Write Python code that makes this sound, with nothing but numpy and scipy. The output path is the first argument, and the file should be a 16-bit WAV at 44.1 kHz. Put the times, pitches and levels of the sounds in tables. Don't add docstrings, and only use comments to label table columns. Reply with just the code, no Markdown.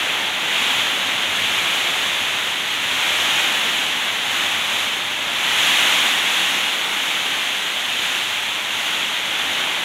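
import sys
import numpy as np
from scipy import signal
from scipy.fft import rfft, irfft, next_fast_len
from scipy.io import wavfile

SR = 44100
rng = np.random.default_rng(int(sys.argv[2]) if len(sys.argv) > 2 else 0)


def log_audio(samples):
    frames = np.atleast_2d(samples).T
    limited = np.clip(frames, -1, 1)
    pcm = np.round(limited * 32767).astype(np.int16)
    wavfile.write(sys.argv[1], SR, pcm)


N = 433944


def from_db(db):
    return 10 ** (np.asarray(db) / 20)


def rms_one(x):
    return x / np.sqrt(np.mean(x ** 2) + 1e-20)


def level_curve(table):
    times_s, levels_db = np.transpose(table)
    return np.interp(np.arange(N) / SR, times_s, levels_db)


def band(x, low_hz, high_hz, order=4):
    sections = signal.butter(order, [low_hz, high_hz], "band", fs=SR, output="sos")
    return signal.sosfilt(sections, x)


def coloured(x, spectrum):
    size = 2 * next_fast_len(N // 2 + SR // 4)
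    hz, db = np.transpose(spectrum)
    bins_hz = np.maximum(np.arange(size // 2 + 1) * SR / size, 1)
    gain = from_db(np.interp(np.log(bins_hz), np.log(hz), db))
    cepstrum = irfft(np.log(gain))
    cepstrum[1:size // 2] *= 2
    cepstrum[size // 2 + 1:] = 0
    response = np.exp(rfft(cepstrum))
    return irfft(rfft(x, size) * response)[:N]


def drift(rate_hz):
    step = 100
    r = np.exp(-2 * np.pi * rate_hz * step / SR)
    noise = rng.standard_normal(2 * (N // step))
    slow = signal.lfilter([1], [1, -2 * r, r * r], noise)[N // step:]
    return np.interp(np.arange(N) / step, np.arange(len(slow)), rms_one(slow))


def drops(per_s, level_db, spread_db):
    flow = from_db(level_db - np.mean(level_db)) ** 2
    chance = per_s * flow / SR
    landed = rng.random(N) < chance
    sizes = from_db(spread_db * np.minimum(rng.exponential(1, N), 4)) * rng.choice([-1, 1], N)
    return rms_one(landed * sizes / np.sqrt(np.minimum(chance, 1)))


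GUST_FALL = 1.77
FLURRY_DB, FLURRY_HZ = 0.16, 9.9
# crest in seconds, swell in dB, rise time in seconds (from 1/e of the swell to the crest).
GUST_CRESTS = [(0, 3.5, .24), (.66, 5.5, .19), (1.63, 5, .56), (3.06, 3.5, .23), (3.5, 4.5, .44),
               (4.429, 3.5, .17), (4.77, 3.5, .11), (5.749, 9, .39), (6.43, 2.5, .16), (7.1, 3.5, .42),
               (8.1, 3, .24), (8.89, 3.5, .18), (9.52, 3, .25)]


def gust_swell():
    t = np.arange(N) / SR
    swell_db = FLURRY_DB * drift(FLURRY_HZ)
    for crest_s, db, rise_s in GUST_CRESTS:
        width_s = np.where(t < crest_s, rise_s, rise_s * GUST_FALL)
        swell_db = swell_db + db * np.exp(-((t - crest_s) / width_s) ** 2)
    return swell_db


PATTER_DB, PATTER_GUST, PATTER_LOW = -24.5, .9, .15
# frequency in Hz, level in dB per Hz.
PATTER_COLOUR = [(260, -40), (450, -14), (821, -7), (1580, -5.5), (3240, 0), (3630, -2.5), (4780, -21),
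                 (5600, -28), (7280, -49), (12300, -120)]


def metal_patter(swell_db, low_db):
    level_db = PATTER_DB + PATTER_GUST * swell_db + PATTER_LOW * low_db
    ticks = coloured(drops(16000, level_db, spread_db=2.0), PATTER_COLOUR)
    near = band(ticks, low_hz=590, high_hz=4950, order=6)
    near = band(near, low_hz=850, high_hz=18000, order=1)
    return from_db(level_db) * rms_one(near)


FAR_DB, FAR_GUST, FAR_LOW = -33.5, 0.45, 1.8
# frequency in Hz, level in dB per Hz.
FAR_COLOUR = [(100, -67), (350, -25), (600, -5), (850, 0.5), (1050, -5), (1500, -3.5), (2200, -1),
              (4000, -27), (7000, -43)]


def far_roofs(swell_db, low_db):
    level_db = FAR_DB + FAR_GUST * swell_db + FAR_LOW * low_db
    rush = coloured(rng.standard_normal(N), FAR_COLOUR)
    return from_db(level_db) * rms_one(rush)


DRUM_DB, DRUM_GUST, DRUM_LOW = -40.5, .5, 1.3
# frequency in Hz, level in dB per Hz.
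DRUM_COLOUR = [(59, -34), (100, -11.5), (258, -4.5), (482, -7), (900, 2), (1170, -38), (1980, -120)]


def panel_drumming(swell_db, low_db):
    level_db = DRUM_DB + DRUM_GUST * swell_db + DRUM_LOW * low_db
    thuds = coloured(drops(5000, level_db, spread_db=1.1), DRUM_COLOUR)
    return from_db(level_db) * rms_one(band(thuds, low_hz=146, high_hz=613, order=6))


BOOM_GUST = 0.35
BOOM_SWAY_DB, BOOM_SWAY_HZ = 2, 5
# frequency in Hz, width of one pass in Hz, gain in dB against the other modes.
BENDING_MODES = [(44, 26, -16), (63, 16, -12), (92.6, 10, 0.5), (103.3, 15, 1), (130, 25, -1.5)]
# time in seconds, level in dB.
BOOM_LEVEL = [(0, -54.5), (1.7, -52), (3.4, -52), (4.0, -56), (5.6, -53.3), (6.3, -57.5), (7.7, -57),
              (9.84, -53.5)]


def roof_boom(swell_db):
    boom = 0
    pushes = rng.standard_normal((len(BENDING_MODES), N + SR))
    for (hz, width_hz, db), push in zip(BENDING_MODES, pushes):
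        b, a = signal.iirpeak(hz, hz / width_hz, fs=SR)
        ringing = signal.lfilter(b, a, signal.lfilter(b, a, push))
        boom = boom + from_db(db) * ringing
    radiated = band(boom, low_hz=27, high_hz=400)[SR:]
    level_db = level_curve(BOOM_LEVEL) + BOOM_GUST * swell_db + BOOM_SWAY_DB * drift(BOOM_SWAY_HZ)
    return from_db(level_db) * rms_one(radiated)


RUNOFF_S = 1.0


def runoff(swell_db):
    keep = np.exp(-1 / (RUNOFF_S * SR))
    return signal.lfilter([1 - keep], [1, -keep], swell_db)


SPRAY_DB, SPRAY_GUST, SPRAY_LOW = -38.5, 1.09, -.25
RUNOFF_SHARE = 0.21
# frequency in Hz, level in dB per Hz.
SPRAY_COLOUR = [(2470, -27), (4200, -5), (5030, -8.5), (6590, -1.5), (8430, -10.5), (11000, -9.5),
                (12700, -13.5), (15600, -22)]


def spray(swell_db, low_db):
    level_db = SPRAY_DB + SPRAY_GUST * swell_db + SPRAY_LOW * low_db + RUNOFF_SHARE * runoff(swell_db)
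    sizzle = coloured(drops(22000, level_db, spread_db=2.0), SPRAY_COLOUR)
    return from_db(level_db) * rms_one(band(sizzle, low_hz=4700, high_hz=19000, order=6))


# delay in seconds, level in dB against the direct sound.
REFLECTIONS = [(.0067, -4), (.0131, -4), (.0223, -2), (.0371, -20)]


def carport(x):
    response = np.zeros(SR // 10)
    response[0] = 1
    smear = np.arange(SR // 100)
    for delay_s, db in REFLECTIONS:
        scatter = rng.standard_normal(len(smear)) * np.exp(-4 * smear / len(smear))
        at = int(delay_s * SR)
        response[at:at + len(smear)] += from_db(db) * scatter / np.linalg.norm(scatter)
    return signal.fftconvolve(x, response)[:N]


# impact in seconds, peak in dB before the band-pass and the echoes.
CLOSE_DROPS = [(1.234, -7), (2.51, -14), (3.792, -13), (4.344, -10), (5.273, -14), (5.87, -8), (6.078, -8),
               (7.267, -12), (9.594, -7)]


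def fat_drops():
    clicks = np.zeros(N)
    for impact_s, db in CLOSE_DROPS:
        clicks[round(impact_s * SR)] = from_db(db)
    unit_peak = np.abs(coloured(signal.unit_impulse(N), PATTER_COLOUR)).max()
    cracks = coloured(clicks, PATTER_COLOUR) / unit_peak
    return carport(band(cracks, low_hz=400, high_hz=16000, order=2))


# time in seconds, level in dB.
LOW_END_LEVEL = [(0.0, 1.5), (0.9, 1), (2.7, -0.3), (3.7, 0.7), (4.9, -0.5), (5.5, 0.33), (6.9, -0.1),
                 (7.7, -1.5), (8.55, -1.73), (8.9, -0.5), (9.84, 0.7)]


def scene():
    swell_db = gust_swell()
    low_db = level_curve(LOW_END_LEVEL)
    rain = (metal_patter(swell_db, low_db)
            + far_roofs(swell_db, low_db)
            + panel_drumming(swell_db, low_db)
            + roof_boom(swell_db)
            + spray(swell_db, low_db)
            + fat_drops())
    return np.stack([rain, rain])


def record(dry):
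    steep = signal.ellip(12, .1, 90, 15750, fs=SR, output="sos")
    return signal.sosfilt(steep, dry)


dry = scene()
out = record(dry)
log_audio(out)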